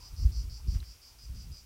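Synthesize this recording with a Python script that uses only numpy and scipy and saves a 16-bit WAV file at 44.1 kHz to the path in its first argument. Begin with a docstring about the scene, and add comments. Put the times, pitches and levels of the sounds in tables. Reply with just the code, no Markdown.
"""On a hot hillside, a cicada in a tree chirps six times a second. Each chirp is a train of impulses from
buckling tymbal ribs; these excite the resonances of its hollow body, and the foliage scatters the sound.
Behind it lie a faint far chorus, the hush of the valley and a few soft distant tones.
Turbulent gusts rumble, flutter and thump on the microphone; close by, dry ticks sound and grass rustles."""
import sys
import numpy as np
from scipy import signal
from scipy.fft import rfft, irfft
from scipy.io import wavfile
from scipy.ndimage import uniform_filter1d

SR = 44100
rng = np.random.default_rng(int(sys.argv[2]) if len(sys.argv) > 2 else 0)


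def unload_wav(signal):
    """Save mono or channel-first audio to the path in sys.argv[1] as 16-bit WAV at rate SR, clipped to [-1, 1]."""
    wavfile.write(
        sys.argv[1],
        SR,
        np.round(np.clip(np.atleast_2d(signal).T, -1, 1) * 32767).astype(np.int16),
    )


N = 72765

# chirps of the cicada: start_s, length_s, relative_db
CHIRPS = [(-.002, 0.087, 2.5), (.164, 0.081, 4.5), (0.3193, 0.096, 6.5), (0.498, 0.083, 5),
          (0.674, 0.075, 6), (0.84, 0.091, 2.5), (1.017, 0.078, 3), (1.187, 0.076, 1.5), (1.3474, 0.084, 2),
          (1.5184, 0.078, 4)]
# resonances of its body: pitch_hz, width_hz, relative_db, extra_swell_db, direct_share_db
BODY_MODES = [(4925, 870, 0.5, 3, -6.5), (5512, 220, -11.5, 10.5, -8), (5865, 160, -11, 6.5, -16.5),
              (7080, 920, -15.5, 8, -9)]
# spectrum of the far chorus: frequency_hz, relative_db
CHORUS_SPECTRUM = [(3800, -13.5), (4400, -3), (4800, 1), (5600, 3), (6300, -4.5), (7400, -8.5), (9000, -38)]
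# spectrum of the valley's hush: frequency_hz, relative_db
HUSH_SPECTRUM = [(40, 11.5), (150, -11.5), (300, 3), (600, 0), (1000, 0.5), (1400, 2.5), (1750, -4),
                 (2400, 2.5), (3400, 0.5), (8500, -1.5), (15500, -3)]
# slow swell of the hush: time_s, gain_db
HUSH_SWELL = [(0, 1.5), (.18, 0), (.26, -1), (.42, -0.2), (.64, -0.5), (.765, 2), (.88, -0.5), (1.2, -0.5),
              (1.52, 0), (1.65, -1.5)]
# strength of the wind rumble: time_s, level_db
GUSTS = [(0, -56), (.03, -51), (.096, -55.5), (.132, -37), (.164, -51), (.2, -31), (.27, -28), (.34, -39.5),
         (.39, -34), (.53, -39.5), (.6, -48), (.65, -39), (.69, -33.5), (.76, -33.5), (.83, -38),
         (.86, -56), (.885, -43.5), (.95, -57.5), (1.02, -65), (1.2, -56), (1.26, -46), (1.31, -38),
         (1.46, -48.5), (1.51, -38), (1.58, -56.5), (1.65, -57)]
# spectrum of the large eddies: frequency_hz, relative_db
LARGE_EDDY_SPECTRUM = [(15, -46), (28, -11.5), (43, -0.5), (60, 3), (82, -8), (115, -15.5), (170, -29.5),
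                       (260, -40), (500, -63)]
# spectrum of the fine eddies: frequency_hz, relative_db
FINE_EDDY_SPECTRUM = [(70, -8), (120, 7.5), (180, -5), (260, -7), (400, -9.5), (800, -29)]
# far sounds from the valley: centre_s, level_db, half_length_s, pitch_hz, half_width_hz
FAR_TONES = [(.02, -64, 0.025, 984, 90), (.17, -72, 0.32, 1050, 400), (.597, -64.5, .014, 960, 154),
             (1.13, -75, 0.06, 880, 203)]
# flutter of the sharpest gusts: centre_s, level_db, half_length_s, pitch_hz, half_width_hz
FLUTTERS = [(.247, -42.5, 0.0071, 148, 123), (0.681, -46, 0.014, 215, 147), (.74, -45, 0.016, 134, 98),
            (1.41, -55, 0.098, 137, 102)]
# buffets of air on the microphone: centre_s, peak_db, width_s
BUFFETS = [(0.25, -15.5, 0.0032), (0.37, -26, 0.0045), (0.683, -22.5, 0.0015), (0.756, -22, 0.0022),
           (1.301, -35.5, 0.0014), (1.505, -43, 0.009)]
# dry ticks: start_s, peak_db, pitch_hz, width_hz, decay_s
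TICKS = [(0.7483, -41, 3600, 9200, 0.00013), (.8026, -42.5, 4090, 640, 0.00039),
         (.8044, -45, 5840, 2600, 0.00016), (.8287, -44, 2100, 2290, 0.0001)]
# rustles of dry grass: centre_s, level_db, half_length_s, pitch_hz, half_width_hz
RUSTLES = [(.762, -61, 0.019, 1650, 1980), (.834, -68.5, 0.033, 2040, 1590)]

CLICK_HZ, JITTER_S, CLICK_SPREAD_DB = 219.3, .00028, 1
FIRST_GAP_S, OPENING_DB = .0063, 1  # a lone, slightly harder click opens each chirp
SWELL_DB, RELEASE_S = 1, .0076  # the chirp grows, then lets go
RIB_LAG_S, RIB_JITTER_S, RIB_DB = .0017, .0004, -8.5  # a second rib buckles after each click
BRANCH_DB, BRANCH_T60_S, LEAVES_DB, LEAVES_T60_S = -14, .04, -7.5, .25


def undb(db):
    """Amplitude grows tenfold for every 20 decibels."""
    return 10 ** (np.asarray(db) / 20)


def unit(x):
    """Normalisation to an rms of 1."""
    return x / np.sqrt(np.mean(x ** 2))


def envelope(points):
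    """Gain over time, interpolated in decibels between (time_s, level_db) points."""
    return undb(np.interp(np.arange(N) / SR, *np.array(points).T))


def resonate(x, hz, width_hz):
    """Two like resonators in cascade pass a band with steep skirts."""
    b, a = signal.iirpeak(min(hz, .45 * SR), hz / width_hz, fs=SR)
    return signal.lfilter(b, a, signal.lfilter(b, a, x))


def coloured_noise(spectrum):
    """Spectral shaping of white noise by (frequency_hz, relative_db) points, at an rms of 1."""
    hz, db = np.array(spectrum).T
    f = np.maximum(np.arange(N // 2 + 1) * SR / N, 1)
    gain = undb(np.interp(np.log(f), np.log(hz), db))
    return unit(irfft(rfft(rng.standard_normal(N)) * gain, N))


def noise_swells(rows):
    """Amplitude modulation: each Gaussian band of noise rises and falls once in a bell curve."""
    t, f, out = np.arange(N) / SR, np.arange(N // 2 + 1) * SR / N, 0
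    for at, db, half_length, hz, half_width in rows:
        band = irfft(rfft(rng.standard_normal(N)) * np.exp(-((f - hz) / half_width) ** 2), N)
        out = out + undb(db) * np.exp(-((t - at) / half_length) ** 2) * unit(band)
    return out


def tymbal_clicks(count=26):
    """Elastic buckling: each rib gives an impulse. Returns times, sizes and progress through the chirp."""
    clicks = []
    for start, length, db in CHIRPS:
        size_draw, time_draw, rib_time_draw, rib_size_draw = rng.standard_normal((count, 4)).T
        age = np.r_[0, FIRST_GAP_S + np.arange(count - 1) / CLICK_HZ]
        progress = np.minimum(age / length, 1)
        click_db = db + OPENING_DB * (age == 0) + SWELL_DB * progress + CLICK_SPREAD_DB * size_draw
        size = undb(click_db) / (1 + np.exp((age - length) / RELEASE_S))
        at = start + age + JITTER_S * time_draw
        rib_at = at + RIB_LAG_S + RIB_JITTER_S * rib_time_draw
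        rib_size = size * undb(RIB_DB + CLICK_SPREAD_DB * rib_size_draw)
        clicks += [[at, size, progress], [rib_at, rib_size, progress]]
    return np.hstack(clicks)


def foliage_scatter(x, t60_s, sway_hz=.47):
    """Multiple scattering: dense, dying reflections drift between two patterns as the foliage sways."""
    t = np.arange(SR // 2) / SR
    clouds = rng.standard_normal((2, len(t))) * np.exp(-np.log(1000) * t / t60_s)
    a, b = (signal.fftconvolve(x, cloud / np.linalg.norm(cloud))[:N] for cloud in clouds)
    sway = 2 * np.pi * sway_hz * np.arange(N) / SR
    return a * np.cos(sway) + b * np.sin(sway)


def cicada(level_db=-56.5, cutoff_hz=4265):
    """Resonance: clicks ring the hollow body, brighter as the chirp swells, heard direct and scattered."""
    at, size, progress = tymbal_clicks()
    inside = (at >= 0) & (at < (N - 1) / SR)
    song, direct = 0, 0
    for hz, width, db, swell_db, direct_db in BODY_MODES:
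        push = size * undb(db + swell_db * progress) / np.sqrt(width)
        impulses = np.bincount((at[inside] * SR).astype(int), push[inside], N)
        ring = resonate(impulses, hz, width)
        song = song + ring
        direct = direct + undb(direct_db) * ring
    branches = undb(BRANCH_DB) * foliage_scatter(song, BRANCH_T60_S)
    leaves = undb(LEAVES_DB) * foliage_scatter(song, LEAVES_T60_S)
    # so small a body radiates little below the cutoff
    radiation = signal.butter(12, cutoff_hz, "highpass", fs=SR, output="sos")
    return undb(level_db) * unit(signal.sosfilt(radiation, direct + branches + leaves))


def far_chorus(level_db=-69.5):
    """Incoherent addition: many far cicadas merge into a steady band of noise."""
    return undb(level_db) * coloured_noise(CHORUS_SPECTRUM)


def valley_hush(base_db=-61.5):
    """Broadband noise under slow modulation is heard as a gently swelling hush."""
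    return undb(base_db) * envelope(HUSH_SWELL) * coloured_noise(HUSH_SPECTRUM)


def wind_rumble(fine_gain_db=-40.5, fine_exponent=.54):
    """Turbulence: eddies press on the microphone; the fine ones grow more slowly than the gust."""
    gust = envelope(GUSTS)
    large = coloured_noise(LARGE_EDDY_SPECTRUM)
    running_rms = np.sqrt(uniform_filter1d(large ** 2, size=2000))
    fine = undb(fine_gain_db) * coloured_noise(FINE_EDDY_SPECTRUM)
    return large / running_rms * gust + fine * gust ** fine_exponent


def far_tones():
    """Narrowband noise has a vague pitch: soft swells near 1 kHz come from the valley."""
    return noise_swells(FAR_TONES)


def port_flutter():
    """Unsteady flow: the sharpest gusts flutter at the microphone's port."""
    return noise_swells(FLUTTERS)


def wind_buffets(port_hz=51.9, port_width_hz=42):
    """Transient excitation: a two-sided pressure pulse sets off the microphone's low ring, a thump."""
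    t, out = np.arange(N) / SR, 0
    for at, db, width in BUFFETS:
        offset = (t - at) / width
        pressure = offset * np.exp(-offset ** 2 / 2)
        thump = resonate(pressure, port_hz, port_width_hz)
        out = out + undb(db) * thump / np.abs(thump).max()
    return out


def dry_ticks():
    """Damped resonance: very short noise bursts make tiny snaps, as of twigs or grass."""
    t, out = np.arange(N) / SR, 0
    for at, db, hz, width, decay in TICKS:
        burst = rng.standard_normal(N) * (t >= at) * np.exp(-np.abs(t - at) / decay)
        snap = resonate(burst, hz, width)
        out = out + undb(db) * snap / np.abs(snap).max()
    return out


def grass_rustle():
    """Friction noise: dry grass rustles briefly in a gust."""
    return noise_swells(RUSTLES)


def scene():
    """Superposition: the sounds of the hillside add at one microphone."""
    hillside = cicada() + far_chorus() + valley_hush() + wind_rumble() + far_tones()
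    close_by = port_flutter() + wind_buffets() + dry_ticks() + grass_rustle()
    return (hillside + close_by)[None]


def record(dry, cutoff_hz=15800):
    """Band limiting: the recorder's steep low-pass filter removes the highest treble."""
    return signal.sosfilt(signal.ellip(10, .2, 70, cutoff_hz, fs=SR, output="sos"), dry)


dry = scene()
out = record(dry)
unload_wav(out)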